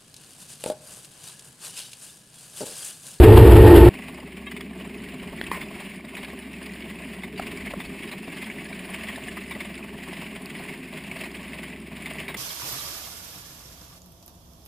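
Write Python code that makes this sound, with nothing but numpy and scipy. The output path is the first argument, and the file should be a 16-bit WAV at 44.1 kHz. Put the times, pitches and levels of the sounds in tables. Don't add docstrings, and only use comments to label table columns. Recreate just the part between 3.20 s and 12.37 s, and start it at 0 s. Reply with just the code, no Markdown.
import sys
import numpy as np
from scipy import signal
from scipy.fft import rfft, irfft, next_fast_len
from scipy.io import wavfile
from scipy.ndimage import uniform_filter1d, map_coordinates

SR = 44100
rng = np.random.default_rng(int(sys.argv[2]) if len(sys.argv) > 2 else 0)


def wav_record(signal):
    frames = np.transpose(np.atleast_2d(signal))
    bounded = np.clip(frames, -1, 1)
    quanta = np.round(bounded * 32767).astype(np.int16)
    wavfile.write(sys.argv[1], SR, quanta)


N = 404397
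TIME = np.arange(N) / SR

# frequency in Hz, relative level in dB.
CRUNCH_SPECTRUM = [(500, -17.5), (1350, -14), (1750, -3.5), (2130, 1.5), (2750, -1.5), (3400, -10.5),
                   (4100, -16), (4900, -15.5), (7300, -17), (8100, -21), (9700, -11.5), (10900, -31),
                   (12800, -29.5), (14300, -18.5)]
# pitch in Hz, width in Hz, relative level in dB.
BOOM_RESONANCES = [(153, 16.4, -7), (182.6, 15.4, 1), (220.6, 29.4, 2), (231.4, 12.6, 1), (253.4, 18, -3),
                   (321, 21, -6), (350.7, 34, -6.5), (396, 13, -3.5), (414.8, 11.6, -5)]


def from_db(db):
    return 10 ** (np.asarray(db) / 20)


def rms_one(x):
    return x / np.sqrt(np.mean(x ** 2) + 1e-20)


def drift(rate_hz):
    knots = rng.standard_normal(1000)
    coarse_s = TIME[::100]
    wander = map_coordinates(knots, [coarse_s * rate_hz * 2], order=3)
    return rms_one(np.interp(TIME, coarse_s, wander))


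def coloured(x, spectrum):
    size = 2 * next_fast_len(N // 2 + 4096)
    hz = np.arange(size // 2 + 1) * SR / size
    points_hz, points_db = np.transpose(spectrum)
    gain = from_db(np.interp(np.log(hz + 1), np.log(points_hz), points_db))
    cepstrum = irfft(np.log(gain))
    cepstrum[1:size // 2] *= 2
    cepstrum[size // 2 + 1:] = 0
    return irfft(rfft(x, size) * np.exp(rfft(cepstrum)), size)[..., :N]


def resonate(x, modes):
    out = 0
    for k, (hz, width, level_db) in enumerate(modes):
        radius = np.exp(-np.pi * width / SR)
        poles = [1, -2 * radius * np.cos(2 * np.pi * hz / SR), radius ** 2]
        gain = (-1) ** k * from_db(level_db) * (1 - radius ** 2) / 2
        out = out + gain * signal.lfilter([1, 0, -1], poles, x + 1e-18)
    return out


def band(x, low_hz, high_hz):
    return signal.sosfilt(signal.butter(4, [low_hz, high_hz], "band", fs=SR, output="sos"), x)


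def tone(turns, order=1):
    return np.sqrt(2) * np.sin(2 * np.pi * order * turns)


def grains(per_s, spread_db=0):
    sizes = from_db(spread_db * np.minimum(rng.exponential(1, (2, N)), 4))
    hits = rng.random((2, N)) < per_s / SR
    return rms_one(hits * sizes * rng.choice([-1, 1], (2, N)))


def stereo(pair, wider_db=0):
    # frequency in Hz, side relative to mid in dB.
    width = [(200, -18), (1000, -21.5), (2200, -24), (4500, -13), (9000, -16)]
    side = from_db(wider_db) * coloured(pair[1], width)
    return np.array([pair[0] + side, pair[0] - side])


def chain_travel(teeth_per_s=20.87, speed_up_per_s2=0.04, first_bite_s=0.023):
    return (teeth_per_s + speed_up_per_s2 * TIME / 2) * (TIME - first_bite_s) + 1


def bites(lag, uneven_db, floor, rise=0.11, fall=0.21):
    travel = chain_travel() - lag
    tooth = np.round(travel).astype(int)
    since = travel - tooth
    strength = from_db(uneven_db * np.clip(rng.standard_normal(256), -2, 1.5))[tooth]
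    pulse = np.exp(np.where(since < 0, since / rise, -since / fall))
    return rms_one(floor + strength * pulse)


def frame(jolt_s=0.0087):
    # pitch in Hz, width in Hz, relative level in dB.
    frame_modes = [(61.3, 6.9, 6.5), (98.6, 9.3, 4), (115.4, 8.9, 1.5), (226, 8.3, -13.5), (287, 18, -9.5),
                   (347, 26.2, -1), (441.3, 23.6, -3), (886, 39, -18), (950, 20, -24.5), (1847, 46, -28)]
    # time in seconds, boost in dB.
    jolts = [(0.043, 6), (.173, 0.5), (.365, 3), (.48, 3), (.58, 6)]
    # frequency in Hz, relative level in dB.
    rattle_spectrum = [(20, 1.5), (170, 0), (500, -1), (800, -5), (1100, -10), (2100, -16), (2800, -14),
                       (4000, -24.5), (5200, -28), (7000, -32.5), (8800, -26), (12500, -28.5),
                       (15000, -34.5)]
    # pitch in Hz, width in Hz, relative level in dB.
    squeal_modes = [(11570, 40, -5), (11648, 25, 0), (12350, 35, -1), (12435, 30, -3)]
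    shaking = grains(per_s=6000)
    booming = np.roll(resonate(shaking[0], frame_modes), -SR)
    booming /= np.sqrt(uniform_filter1d(booming ** 2, SR // 10) + 1e-12)
    jolt_db = sum(db * np.exp(-((TIME - s) / jolt_s) ** 2) for s, db in jolts)
    force = bites(lag=0.2, uneven_db=11.5, floor=2.46) * from_db(jolt_db)
    clatter = coloured(grains(per_s=16000, spread_db=1.5) * force, rattle_spectrum)
    rattle = stereo(rms_one(clatter), wider_db=4)
    squeal = rms_one(resonate(shaking[1] * force, squeal_modes))
    return from_db(-4.5) * booming + from_db(-18) * rattle + from_db(-38) * squeal


def soil(load_db, patchy_db=1.14, dig_share=0.86):
    # time in seconds, crunch level in dB.
    digging = [(0.74, -46), (1.07, -47), (2.73, -43), (2.85, -50), (2.96, -45), (3.96, -43), (4.11, -51),
               (4.25, -42), (5.09, -45), (5.67, -41.5), (6.26, -45.5), (6.42, -39.5), (6.59, -46.5),
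               (6.99, -41), (7.13, -45.5), (7.43, -39.5), (7.71, -46), (8.01, -40.5), (8.12, -44.5),
               (8.7, -44.9), (9.03, -41.5), (9.14, -43.5)]
    # frequency in Hz, relative level in dB.
    clod_spectrum = [(40, -7), (130, 1), (480, -4), (640, 5.5), (800, -2.5), (1120, 0), (1320, -13),
                     (2000, -18), (4000, -25.5)]
    dig_db = np.interp(TIME, *np.transpose(digging)) + patchy_db * drift(4)
    grit_force = bites(lag=0.0043, uneven_db=7.5, floor=1.62)
    grit_clicks = grains(per_s=9000, spread_db=1.5) * grit_force * from_db(0.53 * drift(16))
    grit = rms_one(coloured(grit_clicks, CRUNCH_SPECTRUM))
    clod_force = bites(lag=0.07, uneven_db=6, floor=0.7)
    clods = rms_one(coloured(grains(per_s=2500, spread_db=3) * clod_force, clod_spectrum))
    clods_db = -4.5 + dig_share * dig_db + (1 - dig_share) * load_db
    crunch = from_db(dig_db) * (from_db(0.5) * grit + from_db(-3.5) * pebbles())
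    return stereo(crunch + from_db(clods_db) * clods)


def pebbles(per_bite=3, uneven_db=3.5, scatter_teeth=0.33, decay_s=0.007, q=15):
    travel = chain_travel()
    teeth = np.repeat(np.arange(1, int(travel[-1]) + 1), per_bite)
    places = teeth + scatter_teeth * rng.standard_normal(len(teeth)) - 0.08
    hits = (np.interp(places, travel, TIME) * SR).astype(int).clip(0, N - 1)
    force = from_db(uneven_db * rng.uniform(-2, 2, len(hits)))
    rasp = grains(per_s=14000)
    ringing = 0
    for hz in np.geomspace(900, 11000, 20):
        strikes = np.bincount(hits, force * rng.random(len(hits)) ** 5, N)
        envelope = signal.lfilter([1], [1, -np.exp(-1 / (decay_s * SR))], strikes + 1e-18)
        ringing = ringing + resonate(rasp * envelope, [(hz, hz / q, 0)])
    return rms_one(coloured(ringing, CRUNCH_SPECTRUM))


def boom(load_db, rumble_db=1.5):
    force = bites(lag=0.096, uneven_db=4.5, floor=0.88)
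    slaps = grains(per_s=2800, spread_db=3.5)[0] * force
    ringing = band(resonate(slaps, BOOM_RESONANCES), 115, 454)
    ringing /= np.sqrt(uniform_filter1d(ringing ** 2, SR // 8) + 1e-12)
    return from_db(load_db + rumble_db) * ringing


def engine(crank_hz=22.17, beat_s=2.44, dip_at_s=2.56, hum_full_s=7.4, hum_rise_db_per_s=18):
    turns = np.cumsum(crank_hz * (1 + 0.00078 * drift(1.27))) / SR
    slip = (TIME - dip_at_s) / beat_s / 3
    firing = from_db(-54.5) * tone(turns, order=3) - from_db(-62) * tone(turns + slip, order=3)
    hum_db = -53 - hum_rise_db_per_s * np.maximum(hum_full_s - TIME, 0) + 2.6 * drift(2.6)
    return firing + from_db(hum_db) * tone(turns, order=7)


def wind(breeze_db=-64):
    # time of the peak in seconds, level in dB, half-length in seconds.
    gusts = [(2.253, -52, 0.3), (4.505, -51, 0.24)]
    swells = sum(from_db(db) * np.exp(-((TIME - s) / length) ** 2) for s, db, length in gusts)
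    return (from_db(breeze_db) + swells) * rms_one(band(rng.standard_normal(N), 29, 99))


def squeak(start_s=1.2665, attack_s=0.002, length_s=0.023, level_db=-34.5):
    # pitch in Hz, pitch wobble in Hz, relative level in dB.
    partials = [(1120, 35, -3), (1690, 40, -3), (2120, 28, 2), (2580, 56, 0), (3260, 35, -2),
                (3700, 91, -7)]
    age = np.maximum(TIME - start_s, 0)
    envelope = (1 - np.exp(-age / attack_s)) * np.exp(-(age / length_s) ** 4)
    tones = sum(from_db(db) * tone(np.cumsum(hz + wobble * drift(37)) / SR)
                for hz, wobble, db in partials)
    return from_db(level_db) * envelope * rms_one(tones)


def scrapes(ring_db=-5, boom_db=14):
    # start in seconds, level in dB, length in seconds, ringing pitch in Hz.
    drags = [(1.315, -35.5, .014, 1880), (1.365, -37.5, .014, 2100), (1.408, -32, .006, 3400),
             (2.319, -32, .06, 1050), (2.415, -38, .026, 2060), (2.967, -37, .03, 2280),
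             (3.460, -35, .011, 2820), (4.034, -35.5, .021, 2130), (4.177, -38, .028, 2730),
             (4.601, -35, .019, 2070), (4.914, -35, .026, 2350), (5.222, -34.5, .015, 2100),
             (5.743, -33.5, .011, 1820), (5.886, -33.5, .02, 1880), (6.169, -35, .019, 1170),
             (6.310, -34, .022, 2150), (6.405, -31, .012, 2130), (8.037, -32, .012, 2520),
             (8.858, -35, .023, 2140), (9.081, -34, .035, 2240), (9.143, -29.5, .009, 2050)]
    # frequency in Hz, relative level in dB.
    stone_spectrum = [(70, -59), (500, -11.5), (1050, 1), (1400, -10), (2150, 8), (3500, -18), (5000, -13),
                      (8000, -16.5), (9800, -10), (12000, -34), (14300, -13)]
    rasp, ringing = np.zeros((2, N)), np.zeros(N)
    judder = rms_one(coloured(grains(per_s=5600, spread_db=-1), stone_spectrum))
    for start_s, level_db, length_s, hz in drags:
        start = int(start_s * SR)
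        age = TIME[:min(SR // 4, N - start)]
        span = slice(start, start + len(age))
        pressure = from_db(level_db) * np.exp(-(age / length_s) ** 2)
        rasp[:, span] += pressure * judder[:, span]
        steel_modes = [(hz, hz / 20, 0), (hz * 1.7, hz / 10, -6)]
        ringing[span] += pressure * rms_one(resonate(rng.standard_normal(len(age)), steel_modes))
    boom_answer = resonate(rasp[0], BOOM_RESONANCES)
    return stereo(rasp) + from_db(ring_db) * ringing + from_db(boom_db) * boom_answer


def cracks(gap_cycles=1.5, decay_per_cycle=0.75, upper_ratio=1.85, upper_db=-4, side_db=-17):
    # start in seconds, peak of one snap in dB, pitch in Hz.
    splits = [(2.2136, -13.5, 1850), (2.3154, -10.5, 1050), (4.1965, -15, 740), (4.537, -20, 600),
              (7.259, -22.5, 4800)]
    out = np.zeros((2, N))
    age = TIME[:SR // 20]
    for start_s, peak_db, hz in splits:
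        phase = 2 * np.pi * hz * age
        tones = np.sin(phase) + from_db(upper_db) * np.sin(phase * upper_ratio)
        snap = np.exp(-age * hz * decay_per_cycle) * tones
        snap += 0.2 * np.exp(-age / 0.00026) * rng.standard_normal(len(age))
        snap = snap * (1 + from_db(side_db) * rng.standard_normal((2, len(age))))
        snap *= from_db(peak_db) / np.abs(snap).max()
        for snap_s, sign in ((start_s, 1), (start_s + gap_cycles / hz, -1)):
            start = int(snap_s * SR)
            out[:, start:start + len(age)] += sign * snap
    return out


def scene(cut_s=0.6902, crossfade_s=0.0057):
    # time in seconds, rumble level in dB.
    load = [(0.75, -41.5), (1.15, -43), (1.4, -39.5), (2.41, -40.5), (2.83, -43), (4.61, -39),
            (4.82, -40.5), (9.15, -43)]
    load_db = np.interp(TIME, *np.transpose(load))
    beside = soil(load_db) + boom(load_db) + engine() + scrapes() + squeak() + cracks() + wind()
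    aboard = np.clip((cut_s - TIME) / crossfade_s + 0.5, 0, 1)
    return aboard * frame() + (1 - aboard) * beside


def record(dry, ceiling=0.95, notch_hz=6050, notch_q=4.4, cutoff_hz=15200):
    clipped = dry / (1 + (dry / ceiling) ** 6) ** (1 / 6)
    notch = signal.iirnotch(notch_hz, notch_q, fs=SR)
    notched = signal.lfilter(*notch, signal.lfilter(*notch, clipped))
    return signal.sosfilt(signal.ellip(10, 0.1, 90, cutoff_hz, fs=SR, output="sos"), notched)


dry = scene()
out = record(dry)
wav_record(out)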